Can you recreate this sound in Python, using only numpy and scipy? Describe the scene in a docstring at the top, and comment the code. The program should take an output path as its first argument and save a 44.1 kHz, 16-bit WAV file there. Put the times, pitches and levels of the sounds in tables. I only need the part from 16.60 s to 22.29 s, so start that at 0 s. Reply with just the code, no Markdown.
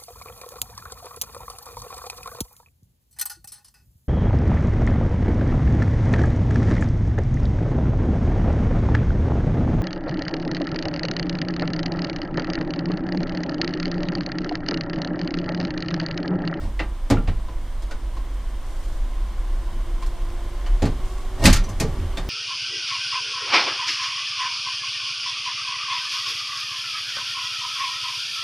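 """A short scrape and a knock over a deep rumble: a steel seat console is being shifted in a van's cab.
It drags on its sheet-metal base, knocks, drops into place with one big clank and rattles. Each blow
rings the steel and booms the floor pan; slipping edges snap and jacket sleeves brush in between.
Through the open door come far traffic and hiss, with a distant motor rising in pitch and thin high whines.
The big clank overloads the recorder, whose gain ducks and creeps back up."""
import sys
import numpy as np
from scipy import signal
from scipy.fft import rfft, irfft, next_fast_len
from scipy.io import wavfile
from scipy.ndimage import uniform_filter1d

SR = 44100
rng = np.random.default_rng(int(sys.argv[2]) if len(sys.argv) > 2 else 0)


def write(x):
    x = np.atleast_2d(x).T
    wavfile.write(sys.argv[1], SR, np.round(np.clip(x, -1, 1) * 32767).astype(np.int16))


N = 250929
TIME = np.arange(N) / SR
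CUTOFF_HZ = 15400

# Stereo width of the ambience and of the close steel. Each row: frequency in Hz, side over mid in dB.
AIR_WIDTH = [(60, -32.5), (300, -23), (1000, -23.5), (2000, -16), (4000, -8), (8000, -3.5), (15000, 1.5)]
STEEL_WIDTH = [(60, -76), (500, -33.5), (1500, -55), (3000, -17), (5000, -10), (9000, -4.5), (15000, -2)]
# Colours of cab air, traffic, outdoor hiss and cloth. Each row: frequency in Hz, relative density in dB.
RUMBLE_SPECTRUM = [(16, -10), (24, 3.5), (33, -7), (46, -1.5), (62, -25), (90, -42.5), (130, -46)]
TRAFFIC_SPECTRUM = [(47, -8.5), (80, 7.5), (102, 3), (125, -9.5), (227, -6.5), (302, -8.5), (340, -6.5),
                    (418, -14), (529, -10), (926, -14), (1040, -8.5), (1250, -18.5), (1800, -21.5),
                    (2340, -46), (3960, -120)]
HISS_SPECTRUM = [(940, -1), (1600, -2), (1710, -4), (2140, -0.5), (2520, -6.5), (3100, -2), (4070, -7.5),
                 (8340, -12), (10100, -14.5), (14400, -19.5), (15300, -22)]
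RUSTLE_SPECTRUM = [(1500, -23), (3500, -2), (7000, -1), (11000, -6.5), (15000, -16)]
# Swells of the cab air. Each row: start and hold in seconds, rumble and drone levels in dB.
HEAVES = [(0.5, 0.28, -25.5, -27.5), (2.3, 1.324, -39, -26), (4.10, 0.046, -30, -13.5),
          (4.25, 0.19, -26, -28), (4.86, 0.14, -15.5, -17.5)]
# The distant motor's climb. Each row: time in seconds, pitch in Hz, level of the fundamental in dB.
MOTOR_CLIMB = [(0, 326.1, -57), (2.5, 336.7, -57.5), (3.3, 343, -48.5), (4.1, 351.6, -48),
               (4.5, 371.7, -46.5), (5.69, 382.6, -47.5)]
# Thin high whines. Each row: pitch in Hz, level in dB, flutter bandwidth in Hz.
WHINES = [(8630, -68, 49), (14350, -73, 220)]
# Main modes of console and base. Each row: frequency in Hz, relative level in dB, T60 in seconds.
MAIN_MODES = [(84.2, 9.5, 0.21), (109.7, -4, 0.5), (134, -15.5, 0.25), (150, -12.5, 0.39),
              (170, -10, 0.325), (200.7, -10.5, 0.29), (232.2, 0, 0.22), (274, -1.5, 0.12),
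              (323.6, -4.5, 0.12), (437, -18.5, 0.35), (561.4, 2.5, 0.099), (662, -7.5, 0.085),
              (637, -20, 0.4), (777, -41, 0.67), (830, -9.5, 0.23), (865, -3.5, 0.067), (1177, -16, 0.37),
              (1584, -8.5, 0.22), (1856, -8.5, 0.17), (2180, -19, 0.13), (2430, -15, 0.42),
              (2760, -11, 0.17), (4750, -8.5, 0.051), (5130, -31, 0.12), (6000, -27, 0.29),
              (6430, -35, 0.33), (6780, -13, 0.2), (8300, -18.5, 0.1)]
# Colour of the crowd of weaker plate modes. Each row: frequency in Hz, relative level per mode in dB.
PLATE_LEVELS = [(60, -21), (130, -17.5), (300, -20.5), (560, -22), (900, -18), (1300, -21), (2200, -20),
                (3300, -20.5), (4500, -17), (5700, -20.5), (8000, -20), (10500, -25.5), (13000, -25),
                (15000, -38)]
# How long the plate rings. Each row: frequency in Hz, T60 in seconds.
PLATE_T60 = [(60, 0.37), (200, 0.38), (600, 0.23), (2000, 0.16), (6000, 0.12), (15000, 0.068)]
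# Shoves that drag the console. Each row: start and hold in seconds, floor boom and scrape levels in dB.
SHOVES = [(0.0, 0.034, -31, -35.5), (4.816, 0.037, -29, -21.5), (4.903, 0.274, -32.5, -45),
          (5.20, 0.22, -31, -40.5), (5.595, .09, -57, -52)]
# The drag's two colours. Each lists floor boom, box body, plate clank and edge ring in relative dB.
BOOM_COLOUR, SCRAPE_COLOUR = (18, -18, -28, -50), (-6.5, -0.5, -15, -17.5)
# Steel hits steel. Each row: start in seconds, then floor boom, box body, plate clank and edge ring
# in relative dB, then the struck spot's pitch in Hz and its relative level in dB.
BLOWS = [ (0.192, -49, -30.5, -28, -42.5, 2010, -22), (0.198, -35.5, -24.5, -38, -54, 2700, -27),
         (0.500, -16, -11, -27.5, -29, 277.5, -8), (0.511, -30, -21, -27, -51, 109, -11),
         (0.568, -20.5, -32, -39, -64, 1370, -25), (0.674, -25.5, -30.5, -33.5, -45, 730, -32),
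         (0.884, -41, -38.5, -47, -60, 1010, -34.5), (1.221, -56, -39.5, -50, -49, 5200, -53),
         (1.309, -59, -34, -40, -45, 1480, -31), (1.567, -54, -42, -47.5, -52.5, 1058, -32),
         (3.423, -71, -43, -42, -46, 1054, -30), (3.461, -70, -62, -49, -45.5, 6400, -55),
         (4.062, -72, -36, -40, -47, 3000, -35.5), (4.220, -17.5, -13, -32, -36, 292, -17),
         (4.238, -21, -35, -36, -50, 120, -20.5), (4.253, -30, -30, -33.5, -38, 419, -23.5),
         (4.839, -14, -20, -22.5, -22, 238, -17), (4.854, -14, -30.5, -13.5, -13, 2040, -10),
         (4.858, -19, -21, -20, -24, 191, -5.5), (4.870, -19, -18.5, -19.5, -22, 253, -11),
         (4.897, -22, -32, -24, -26, 79, -10.5), (4.927, -38, -42, -20, -17.5, 6450, -21),
         (4.96, -39, -63, -26.5, -27, 1356, -22.5), (5.038, -44, -60, -43, -43.5, 5970, -29.5),
         (5.078, -30, -34, -44, -64, 1036, -32), (5.089, -43, -44, -55, -40, 6100, -34.5),
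         (5.199, -19.5, -21.5, -29.5, -24, 2470, -24.5), (5.211, -19, -30, -34, -57, 432, -21),
         (5.238, -23, -36, -48, -66, 439, -22.5), (5.571, -28.5, -31.5, -32, -36.5, 3630, -25.5)]
# Snaps of a slipping edge. Each row: start in seconds, peak level in dB.
SNAPS = [(1.508, -42), (3.4245, -48), (3.703, -36), (4.2541, -44), (4.858, -5), (5.400, -36), (5.530, -39)]
# Sleeve brushes as the arms move. Each row: start and hold in seconds, level in dB.
BRUSHES = [(2.07, .3, -57), (4.47, .07, -55)]


def from_db(db):
    """Decibels to gain."""
    return 10 ** (np.asarray(db) / 20)


def unit_rms(x):
    """Scale to unit power."""
    return x / np.sqrt(np.mean(x ** 2) + 1e-20)


def at_hz(points, hz):
    """Read a curve on a log-frequency axis."""
    frequencies, values = np.transpose(points)
    return np.interp(np.log(hz), np.log(frequencies), values)


def add(out, start_s, sound):
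    """Mix a sound into the stereo track at a given time."""
    start = int(start_s * SR)
    out[:, start:start + sound.shape[1]] += sound[:, :N - start]


def swells(rows, attack_s, release_s):
    """Each row fades in up to its start, holds and dies away; one envelope per level column."""
    power = 0
    for start_s, hold_s, *db in rows:
        fade_in = np.minimum(TIME - start_s, 0) / attack_s
        fade_out = np.maximum(TIME - start_s - hold_s, 0) / release_s
        power = power + (from_db(db)[:, None] * np.exp(fade_in - fade_out)) ** 2
    return np.sqrt(power)


def stereo(mid, side, hz, widths, bass_tilt_db=-0.5):
    """Mid and side to left and right: narrow lows that lean slightly right, wide treble."""
    width = from_db(at_hz(widths, hz))
    lean = from_db(bass_tilt_db * (hz < 1000))
    left = (mid + width * side) * lean
    right = (mid - width * side) / lean
    return np.array([left, right]) / np.sqrt(1 + width ** 2)


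def noise(spectrum):
    """A steady stereo noise bed of a given colour, at unit power."""
    size = next_fast_len(N)
    hz = np.maximum(np.fft.rfftfreq(size, 1 / SR), 1)
    in_band = (hz > spectrum[0][0] / 2) & (hz < spectrum[-1][0] * 2)
    mid, side = rfft(rng.standard_normal((2, size))) * from_db(at_hz(spectrum, hz)) * in_band
    return unit_rms(irfft(stereo(mid, side, hz, AIR_WIDTH), size)[:, :N])


def wavering_tone(hz, flutter_hz, steadiness):
    """A tone whose level and phase wander, at unit power."""
    smoothing = signal.butter(2, flutter_hz, fs=SR, output="sos")
    sine_drift, cosine_drift = unit_rms(signal.sosfilt(smoothing, rng.standard_normal((2, N))))
    phase = 2 * np.pi * np.cumsum(hz * np.ones(N)) / SR
    return unit_rms((steadiness + sine_drift) * np.sin(phase) + cosine_drift * np.cos(phase))


def cab_rumble(level_db=-26, resonance_hz=32.9):
    """Air in the open cab rumbles steadily; now and then it heaves and drones at its lowest resonance."""
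    air = noise(RUMBLE_SPECTRUM)
    even_air = air / np.sqrt(uniform_filter1d(air[0] ** 2, size=SR // 7) + 1e-6)
    heave, drone = swells(HEAVES, attack_s=0.02, release_s=0.036)
    rumble = even_air * np.hypot(from_db(level_db), heave)
    return rumble + drone * wavering_tone(resonance_hz, flutter_hz=3, steadiness=8)


def outdoors(traffic_db=-44, traffic_db_per_s=0.84, hiss_db=-52.5, hiss_db_per_s=1.16):
    """Far traffic and airy hiss come in through the door, slowly growing."""
    traffic = from_db(traffic_db + traffic_db_per_s * TIME) * noise(TRAFFIC_SPECTRUM)
    hiss = from_db(hiss_db + hiss_db_per_s * TIME) * noise(HISS_SPECTRUM)
    return traffic + hiss


def distant_motor(harmonics_db=(0, -9, -8)):
    """A motor gathers speed: three wavering harmonics climb and get louder."""
    times, pitches, levels = np.transpose(MOTOR_CLIMB)
    hz = np.interp(TIME, times, pitches)
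    db = np.interp(TIME, times, levels)
    return sum(from_db(db + harmonic_db) * wavering_tone(k * hz, flutter_hz=5 * k, steadiness=1.6 / k)
               for k, harmonic_db in enumerate(harmonics_db, 1))


def whines():
    """Two thin whines flutter, each around its own pitch."""
    return sum(from_db(db) * wavering_tone(hz, flutter_hz, steadiness=0.87)
               for hz, db, flutter_hz in WHINES)


def ringing(hz, t60, bass_rise_s=0.0026, treble_rise_s=0.00092):
    """One decaying sine per mode; bending waves need a moment to fill the box, slow low ones longest."""
    t = TIME[:int(0.65 * SR)].astype(np.float32)
    rise_s = at_hz([(200, bass_rise_s), (3000, treble_rise_s)], hz)
    hz, t60, rise_s = np.array([hz, t60, rise_s], np.float32)[:, :, None]
    attack = 1 - np.exp(-t / rise_s)
    decay = np.exp(-float(np.log(1000)) * t / t60)
    return np.sin(2 * np.pi * hz * t) * decay * attack


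def steel_body(count=900, decay_spread=0.21):
    """The console's voice, main modes plus a crowd of plate modes: pitches, gains and ringing sines."""
    crowd_hz = np.linspace(np.sqrt(60), np.sqrt(CUTOFF_HZ), count) ** 2
    crowd_hz += rng.uniform(-0.73, 0.49, count) * np.gradient(crowd_hz)
    crowd_t60 = at_hz(PLATE_T60, crowd_hz) * np.exp(decay_spread * rng.standard_normal(count))
    crowd = np.column_stack([crowd_hz, at_hz(PLATE_LEVELS, crowd_hz), crowd_t60])
    hz, db, t60 = np.vstack([MAIN_MODES, crowd]).T
    return hz, from_db(db), ringing(hz, t60)


def strike(body, colour, uneven_db=3):
    """One contact: its hardness and place decide how strongly, and with which sign, each mode rings."""
    hz, gain, rings = body
    boom, box, clank, edge = colour
    # a blunt contact lasts longer, so its force keeps falling above the edge ring
    top = edge + min(edge - clank, 0)
    force_curve = [(140, boom), (320, box), (700, (2 * box + clank) / 3), (1500, clank),
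                   (2700, clank), (6000, edge), (12000, top)]
    drive = gain * from_db(at_hz(force_curve, hz) + uneven_db * rng.standard_normal(len(hz)))
    mid, side = rng.choice([-1, 1], (2, len(hz))) * drive
    # the main modes always swing the same way, neighbours opposed
    main = np.arange(len(MAIN_MODES))
    mid[main] = drive[main] * (-1) ** main
    return stereo(mid, side, hz, STEEL_WIDTH).astype(np.float32) @ rings


def dragging(body, slips_per_s=700, uneven_db=3):
    """Stick and slip: a run of small pushes and pulls scrapes the box and makes the floor boom."""
    slips = (rng.random(N) < slips_per_s / SR) * rng.choice([-1, 1], N)
    slips = unit_rms(slips * from_db(uneven_db * rng.standard_normal(N)))
    pushes = swells(SHOVES, attack_s=0.026, release_s=0.045)
    out = 0
    for colour, push in zip([BOOM_COLOUR, SCRAPE_COLOUR], pushes):
        response = strike(body, colour)
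        response /= np.sqrt(np.sum(response ** 2) / 2)
        out = out + signal.fftconvolve((slips * push)[None], response, axes=1)[:, :N]
    return out


def spot_note(hz, split=0.026, partner_db=-5, decay_share=0.82):
    """The struck spot rings in a cluster of three close modes that beat."""
    cluster_hz = hz * (1 + split * np.array([0, -1, 1]) * rng.uniform(0.46, 1.53, 3))
    t60 = decay_share * at_hz(PLATE_T60, cluster_hz)
    return from_db([0, partner_db, partner_db]) @ ringing(cluster_hz, t60)


def knocks(body, trim_db=-2.5, spot_trim_db=-3, settle_s=0.006, touch_lows_db=-9, landing_highs_db=-4.5):
    """Each blow rings the steel twice: the edge touches lightly, then the weight lands bluntly."""
    out = np.zeros((2, N))
    for start_s, *colour, spot_hz, spot_db in BLOWS:
        touch = strike(body, colour + touch_lows_db * np.array([1, 1, 0, 0]))
        landing = strike(body, colour + landing_highs_db * np.array([0, 0, 1, 1]))
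        note = from_db(spot_db + spot_trim_db) * spot_note(spot_hz)
        # low notes arrive with the weight, high ones just after the touch
        note_delay_s = at_hz([(400, settle_s), (1000, 0.0012)], spot_hz)
        add(out, start_s, touch)
        add(out, start_s + settle_s, landing)
        add(out, start_s + note_delay_s, note[None])
    return from_db(trim_db) * out


def snaps(decay_s=0.0012, band_hz=(2500, 2700)):
    """An edge lets go: a tiny burst of noise makes a bright crack."""
    t = TIME[:400]
    band = signal.butter(1, band_hz, "band", fs=SR, output="sos")
    out = np.zeros((2, N))
    for start_s, db in SNAPS:
        burst = rng.standard_normal(len(t)) * np.exp(-t / decay_s)
        crack = signal.sosfilt(band, burst)
        add(out, start_s, from_db(db) * crack[None] / np.abs(crack).max())
    return out


def jacket(grain_db=3, folds_per_s=120):
    """Sleeve cloth slides fold by fold: a soft, grainy hiss."""
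    folds = np.interp(TIME * folds_per_s, np.arange(4000), rng.standard_normal(4000))
    brush, = swells(BRUSHES, attack_s=0.045, release_s=0.1)
    return brush * from_db(grain_db * folds) * noise(RUSTLE_SPECTRUM)


def gain_control(x, threshold_db=-17, cut_share=0.28, attack_s=0.071, recovery_db_per_s=8.5):
    """Loud sound above the rumble ducks the gain; it creeps back at a steady rate."""
    sidechain = signal.sosfilt(signal.butter(2, 100, "high", fs=SR, output="sos"), x[0])
    power = np.abs(uniform_filter1d(sidechain ** 2, size=SR // 50))
    over_db = np.maximum(10 * np.log10(power + 1e-12) - threshold_db, 0)
    recovery_db = recovery_db_per_s * TIME
    cut_db = np.maximum.accumulate(cut_share * over_db + recovery_db) - recovery_db
    pole = np.exp(-1 / (attack_s * SR))
    return x * from_db(-signal.lfilter([1 - pole], [1, -pole], cut_db))


def scene():
    """The console being handled up close, over the cab and outdoor ambience."""
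    body = steel_body()
    handling = knocks(body) + snaps() + dragging(body) + jacket()
    return handling + cab_rumble() + outdoors() + distant_motor() + whines()


def record(dry):
    """The gain ducks too late, so the biggest clank clips; a steep low-pass cuts the very top."""
    clipped = np.clip(gain_control(dry), -1, 1)
    lowpass = signal.ellip(10, 0.1, 80, CUTOFF_HZ - 200, fs=SR, output="sos")
    return signal.sosfilt(lowpass, clipped)


dry = scene()
out = record(dry)
write(out)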